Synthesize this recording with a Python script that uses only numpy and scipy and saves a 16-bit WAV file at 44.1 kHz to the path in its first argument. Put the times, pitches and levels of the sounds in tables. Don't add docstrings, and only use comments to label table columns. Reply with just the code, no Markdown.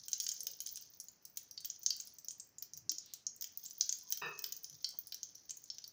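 import sys
import numpy as np
from scipy import signal
from scipy.fft import rfft, irfft
from scipy.io import wavfile

SR = 44100
rng = np.random.default_rng(int(sys.argv[2]) if len(sys.argv) > 2 else 0)


def transcribe(u):
    v = np.clip(np.atleast_2d(u).T, -1, 1)
    q = np.round(v * 32767).astype(np.int16)
    wavfile.write(sys.argv[1], SR, q)


N = 261292
RESPONSE_SAMPLES = 16384
CLICK_BINS_HZ = np.fft.rfftfreq(1024, 1 / SR)


def amp(db):
    return 10 ** (np.asarray(db) / 20)


def unit_energy(x):
    return x / np.sqrt(np.sum(x ** 2) + 1e-30)


def unit_rms(x):
    return unit_energy(x) * np.sqrt(len(x))


def curve_at(points, hz=CLICK_BINS_HZ):
    points_hz, values = np.transpose(points)
    return np.interp(np.log(hz + 1), np.log(points_hz + 1), values)


def peak_db(hz, width_hz):
    return -20 * np.log10(1 + (2 * (CLICK_BINS_HZ - hz) / width_hz) ** 2)


def click(spectrum_db):
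    log_gain = np.log(amp(np.r_[spectrum_db, spectrum_db[-2:0:-1]]))
    spectrum = np.exp(np.conj(signal.hilbert(log_gain)))
    return unit_energy(np.fft.ifft(spectrum).real)


def through(x, response):
    return signal.fftconvolve(x, response)[:len(x)]


def add(mix, at_s, sound):
    part = mix[max(round(at_s * SR), 0):][:len(sound)]
    part += sound[:len(part)]


# (frequency [Hz], T60 [s])
KITCHEN_T60_S = [(300, 0.8), (2500, 0.4), (6000, 0.27), (10000, 0.19), (15000, 0.14)]

def kitchen_tail():
    hz, t, noise = signal.stft(rng.standard_normal(RESPONSE_SAMPLES), SR, nperseg=256)
    decay = amp(-60 * t / curve_at(KITCHEN_T60_S, hz)[:, None])
    tail = signal.istft(noise * decay, SR, nperseg=256)[1][:RESPONSE_SAMPLES]
    fade_in = np.minimum(np.arange(RESPONSE_SAMPLES) / SR / 0.002, 1)
    return unit_energy(tail * fade_in)


POT_MODES_HZ = [1544, 2376, 3064, 3254, 3570, 4102, 4620, 4859, 5393, 5702, 5960, 6438, 6905, 7450]

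def pot_modes(t60_s=.028):
    t = np.arange(RESPONSE_SAMPLES) / SR
    return np.sin(2 * np.pi * np.outer(POT_MODES_HZ, t)) * amp(-60 * t / t60_s)


def pot_path(modes, room, bounces_per_s=3000, walls_t60_s=.026, ring_db=-6, room_db=-6.5):
    t = np.arange(RESPONSE_SAMPLES) / SR
    bounces = rng.standard_normal(len(t)) * (rng.random(len(t)) < bounces_per_s / SR)
    walls = bounces * amp(-60 * t / walls_t60_s)
    ring = rng.standard_normal(len(modes)) @ modes
    pot = (t == 0) + unit_energy(walls) + amp(ring_db) * unit_energy(ring)
    return pot + amp(room_db) * through(pot, room)


def ticks(per_s, spread_db):
    size = amp(spread_db * np.minimum(rng.exponential(1, N), 3.5))
    return size * rng.choice([-1, 1], N) * (rng.random(N) < per_s / SR)


# (time [s], body level [dB], fizz level [dB])
SIZZLE_LEVELS_DB = [(0, -53, -60), (.75, -56.5, -54.5), (1.15, -76, -67), (2.0, -55, -66.5),
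                    (2.55, -84, -81), (3.3, -77, -86.5), (3.65, -58, -53.5), (4.55, -60, -54.5),
                    (5.05, -62.5, -77.5), (5.92, -67, -76)]
# (frequency [Hz], relative level [dB])
SIZZLE_BODY_DB = [(900, -29.5), (1600, -29), (2400, -28.5), (3400, -12.5), (4600, -3.5), (6300, 5.5),
                  (7200, -11), (8200, -27), (10000, -17), (13000, -22.5)]
# (frequency [Hz], relative level [dB])
FIZZ_SPECTRUM_DB = [(9000, -50), (12000, -30), (13500, -21), (14200, -9), (14700, -1), (15350, 0),
                    (15750, -17), (16500, -27)]

def sizzle(spots=5, trim_db=-2):
    body, fizz = np.zeros((2, N))
    modes, room = pot_modes(), kitchen_tail()
    for _ in range(spots):
        path = pot_path(modes, room)
        grit = click(curve_at(SIZZLE_BODY_DB))
        pinprick = click(curve_at(FIZZ_SPECTRUM_DB) + peak_db(rng.uniform(14300, 15700), width_hz=2600))
        body += through(ticks(per_s=45, spread_db=4.5), through(path, grit))
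        fizz += through(ticks(per_s=14, spread_db=6), through(path, pinprick))
    body_gain, fizz_gain = sizzle_gains()
    return amp(trim_db) * (body_gain * unit_rms(body) + fizz_gain * unit_rms(fizz))


def sizzle_gains():
    times_s, *levels_db = np.transpose(SIZZLE_LEVELS_DB)
    return [amp(np.interp(np.arange(N) / SR, times_s, db)) for db in levels_db]


# (frequency [Hz], relative density [dB])
AIR_SPECTRUM_DB = [(15, -37), (25, -13), (48, -10), (114, -2.5), (1100, -16.5), (3160, -18.5),
                   (3520, -23.5), (5280, -7.5), (6050, -5), (6740, -22), (8360, -29), (13200, -30),
                   (14800, -11), (16000, -35)]

def air(low_band_db=-77.5, treble_db=-6):
    hz = np.fft.rfftfreq(N, 1 / SR)
    shelf_db = curve_at([(2000, 0), (4500, treble_db)], hz)
    spectrum = rfft(rng.standard_normal(N)) * amp(curve_at(AIR_SPECTRUM_DB, hz) + shelf_db)
    low_band_rms = np.std(irfft(spectrum * (hz > 60) * (hz < 2000), N))
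    return amp(low_band_db) * irfft(spectrum, N) / low_band_rms


# (frequency [Hz], relative level [dB])
BUBBLE_SPECTRUM_DB = [(2600, -91), (3800, -2.5), (4500, 3), (5800, 2), (6700, 4), (7400, -1.5), (8200, -23),
                      (11000, -47)]
SNAP_SPECTRUM_DB = [(700, -33.5), (1500, 0.5), (2400, 2.5), (3100, 13), (4300, 7.5), (5200, -4.5),
                    (6500, -77.5)]
CRACK_SPECTRUM_DB = [(5500, -19.5), (7500, 13), (10000, -5), (13000, -4), (15000, -43.5)]

def pop(path, bubble_db, bubble_hz, snap_db, crack_db, fizz_db):
    crack_hz = rng.normal(9670, 1080)
    width_hz = 1600 * np.exp(0.02 * (bubble_db + 26))
    bubble = click(curve_at(BUBBLE_SPECTRUM_DB) + peak_db(bubble_hz, width_hz))
    snap = click(curve_at(SNAP_SPECTRUM_DB))
    crack = click(curve_at(CRACK_SPECTRUM_DB) + peak_db(crack_hz, width_hz=1700))
    fizz = click(curve_at(FIZZ_SPECTRUM_DB))
    body = amp(bubble_db + 12) * bubble + amp(snap_db + 24) * snap
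    spit = amp(crack_db + 19) * crack + amp(fizz_db + 19) * fizz
    return sum(unit_energy(through(path, part)) * np.linalg.norm(part) for part in (body, spit))


# (time [s], bubble level [dB], bubble pitch [Hz], snap level [dB], crack level [dB], fizz level [dB])
WATER_POPS = [(0.0823, -31, 6230, -53.5, -46.5, -41), (0.1305, -16.5, 6270, -48.5, -50, -43),
              (0.2002, -20, 5900, -51.5, -43, -39), (0.2397, -29, 6700, -63, -51, -43),
              (0.2652, -22.5, 6150, -49.5, -49, -57), (0.2893, -20.5, 6000, -54.5, -43, -43),
              (0.3149, -24.5, 6900, -60, -71, -45), (0.405, -27.5, 6040, -64, -41, -51),
              (0.468, -24.5, 6060, -49, -49, -32.5), (0.6035, -27, 6020, -54, -40.5, -47),
              (0.6623, -27.5, 6480, -56.5, -45, -57), (0.671, -34, 5300, -57, -51, -42),
              (0.7574, -32, 6130, -63, -44.5, -54), (0.7718, -32.5, 6040, -54, -50, -50),
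              (0.9998, -32, 6130, -74, -43, -54.5), (1.0836, -36, 6750, -72, -66, -55),
              (1.2516, -40.5, 6200, -75, -55.5, -43.5), (1.3713, -28, 6030, -52.5, -43.5, -35),
              (1.576, -28, 4570, -58, -72, -76), (1.6465, -29.5, 6100, -55, -51, -42.5),
              (1.6551, -37, 4840, -74, -66, -32), (1.7, -25, 6250, -58, -73, -51),
              (1.8617, -13, 6150, -51.5, -51.5, -47), (1.9045, -16.5, 4800, -45.5, -54, -42),
              (2.0003, -27.5, 6950, -56, -51, -53), (2.1846, -42.5, 6150, -87, -54.5, -50),
              (2.2836, -25.5, 6600, -68, -54, -53), (2.3073, -31, 6430, -66, -47, -65),
              (2.3977, -33, 6430, -74, -43, -56), (2.583, -33, 7040, -81, -56, -63),
              (2.6232, -32, 5720, -61.5, -59, -35.5), (2.7344, -32, 6030, -73, -59.5, -56),
              (2.7739, -35.5, 6250, -71, -59, -44), (2.8936, -16, 6040, -56, -53, -52),
              (2.9164, -28.5, 5900, -54.5, -50, -37.5), (2.9826, -26, 6070, -83, -57.5, -54),
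              (3.1361, -31, 6040, -64, -46.5, -41), (3.266, -20, 6490, -66.5, -62.5, -60),
              (3.4098, -31.5, 5790, -66, -58, -38), (3.4218, -30.5, 5850, -56.5, -50, -35),
              (3.4418, -28.5, 6360, -55, -58, -41), (3.5736, -39, 6060, -89, -57, -33.5),
              (3.6606, -31, 8000, -65, -60, -56), (3.708, -34, 5930, -71, -53.5, -61),
              (3.8089, -12.5, 5670, -45, -50.5, -44), (3.8922, -17.5, 6320, -50.5, -51, -49.5),
              (3.925, -20, 6660, -55, -48, -49), (4.104, -43, 5970, -69, -61, -32),
              (4.123, -19.5, 5880, -46.5, -41, -28), (4.173, -34.5, 5360, -61, -56, -37),
              (4.3907, -31, 5770, -62, -53, -39), (4.441, -24, 5700, -47, -54, -35),
              (4.5224, -26.5, 6000, -61.5, -57, -36), (4.6969, -37.5, 5940, -68, -57, -56.5),
              (4.8435, -18, 4820, -49, -50.5, -53), (4.9872, -43, 6200, -65, -65, -30),
              (5.1218, -28.5, 4550, -54.5, -65, -42.5), (5.1437, -30, 5700, -62, -55.5, -41),
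              (5.2305, -25, 6270, -61.5, -75, -50), (5.4939, -31, 6040, -59.5, -56, -79.5),
              (5.5067, -27, 6800, -59, -47, -60), (5.5699, -35.5, 6590, -71, -61, -49),
              (5.7003, -25.5, 5260, -58.5, -87, -98), (5.7828, -32.5, 5750, -57.5, -80, -56),
              (5.8403, -32, 5020, -68, -65, -61.5)]

def pops(rows=WATER_POPS, delay_s=0.00068):
    out, modes = np.zeros(N), pot_modes()
    rooms = [kitchen_tail() for _ in range(6)]
    for k, (at_s, *burst) in enumerate(rows):
        path = pot_path(modes, rooms[k % len(rooms)])
        add(out, at_s + delay_s, pop(path, *burst))
    return out


def small_pops(per_s=6, mean_db=(-36.5, -55, -46.5), spread_db=3.5, mean_hz=5950, spread_hz=450):
    draws = rng.standard_normal((int(per_s * N / SR), 5))
    body_gain, _ = sizzle_gains()
    activity = (body_gain / body_gain.max()) ** .3
    share_elapsed = np.cumsum(activity) / activity.sum()
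    rows = []
    for k, (jitter, detune, *sizes) in enumerate(draws):
        onset = min(np.searchsorted(share_elapsed, (k + jitter % 1) / len(draws)), N - 1)
        lull_db = 20 * np.log10(activity[onset])
        bubble_db, crack_db, fizz_db = np.array(mean_db) + lull_db + spread_db * np.array(sizes)
        snap_db = bubble_db - 39
        rows.append((onset / SR, bubble_db, mean_hz + spread_hz * detune, snap_db, crack_db, fizz_db))
    return pops(rows)


# (mid time [s], length [s], centre [Hz], width [Hz], level [dB])
SOFT_BUMPS = [(0.473, 0.32, 500, 306, -78), (2.82, 0.27, 135, 67.4, -73), (2.9, 0.16, 314, 57.5, -72),
              (3.114, 0.33, 4200, 1910, -70), (4.071, 0.15, 1020, 120, -82.5), (4.75, 0.11, 136, 59.6, -72),
              (4.947, 0.053, 860, 700, -73.5)]

def bumps():
    out, hz = np.zeros(N), np.fft.rfftfreq(SR, 1 / SR)
    for mid_s, length_s, centre_hz, width_hz, db in SOFT_BUMPS:
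        band = 1 / (1 + (2 * (hz - centre_hz) / width_hz) ** 2)
        noise = irfft(rfft(rng.standard_normal(SR)) * band)
        swell = np.hanning(int(length_s * SR))
        add(out, mid_s - length_s / 2, amp(db) * unit_rms(noise[:len(swell)] * swell))
    return out


# (frequency [Hz], relative level [dB], T60 [s])
METAL_MODES = [(408, -2, .55), (487, -8, .4), (1101, -11, .35), (1158, -2, .44), (1212, -10, .32),
               (1284, -10, .38), (1762, -11, .35), (1788, -8, .35), (1830, -6, .25), (2537, -6, .3),
               (2577, 4.5, .45), (2653, -7, .25), (2733, -6, .25), (3845, -12, .2)]
# (frequency [Hz], relative level [dB])
RASP_SPECTRUM_DB = [(45, -31), (90, -23), (155, -2), (230, -21.5), (400, 9.5), (600, -7), (950, 1.5),
                    (1300, 6.5), (1600, 0), (1810, 11.5), (2080, -24), (2580, 12), (3000, -8.5),
                    (3400, -37), (3830, 6), (4200, -32), (5050, 0), (5800, -59)]

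def spoon(at_s=4.215, length_s=.1215, slips_per_s=1800, ring_db=-8.5, room_db=-11.5):
    bite_s, lift_s = .004, .01
    pressure_db, ease_db_per_s = -40, 118
    out, t = np.zeros(N), np.arange(SR) / SR
    contact = np.clip(np.minimum(t / bite_s, (length_s - t) / lift_s), 0, 1)
    pressure = contact * amp(pressure_db - ease_db_per_s * t)
    slips = rng.choice([-1., 1.], SR) * (rng.random(SR) < slips_per_s / SR)
    drive = pressure * unit_rms(slips)
    ring = np.zeros(SR)
    for hz, db, t60_s in METAL_MODES:
        mode = np.sin(2 * np.pi * hz * t) * amp(-60 * t / t60_s)
        ring += amp(db) * unit_energy(through(drive, mode))
    rasp = through(drive, click(curve_at(RASP_SPECTRUM_DB)))
    scrape = np.linalg.norm(drive) * (unit_energy(rasp) + amp(ring_db) * unit_energy(ring))
    add(out, at_s, scrape + amp(room_db) * through(scrape, kitchen_tail()))
    return out


def scene():
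    return (pops() + sizzle() + spoon() + bumps() + air() + small_pops())[None]


def record(dry, bass_cut_hz=48, band_limit_hz=16600):
    highpass = signal.butter(2, bass_cut_hz, "highpass", fs=SR, output="sos")
    lowpass = signal.firwin(511, band_limit_hz, window=("kaiser", 9), fs=SR)
    return signal.oaconvolve(signal.sosfilt(highpass, dry), lowpass[None], "same")


dry = scene()
out = record(dry)
transcribe(out)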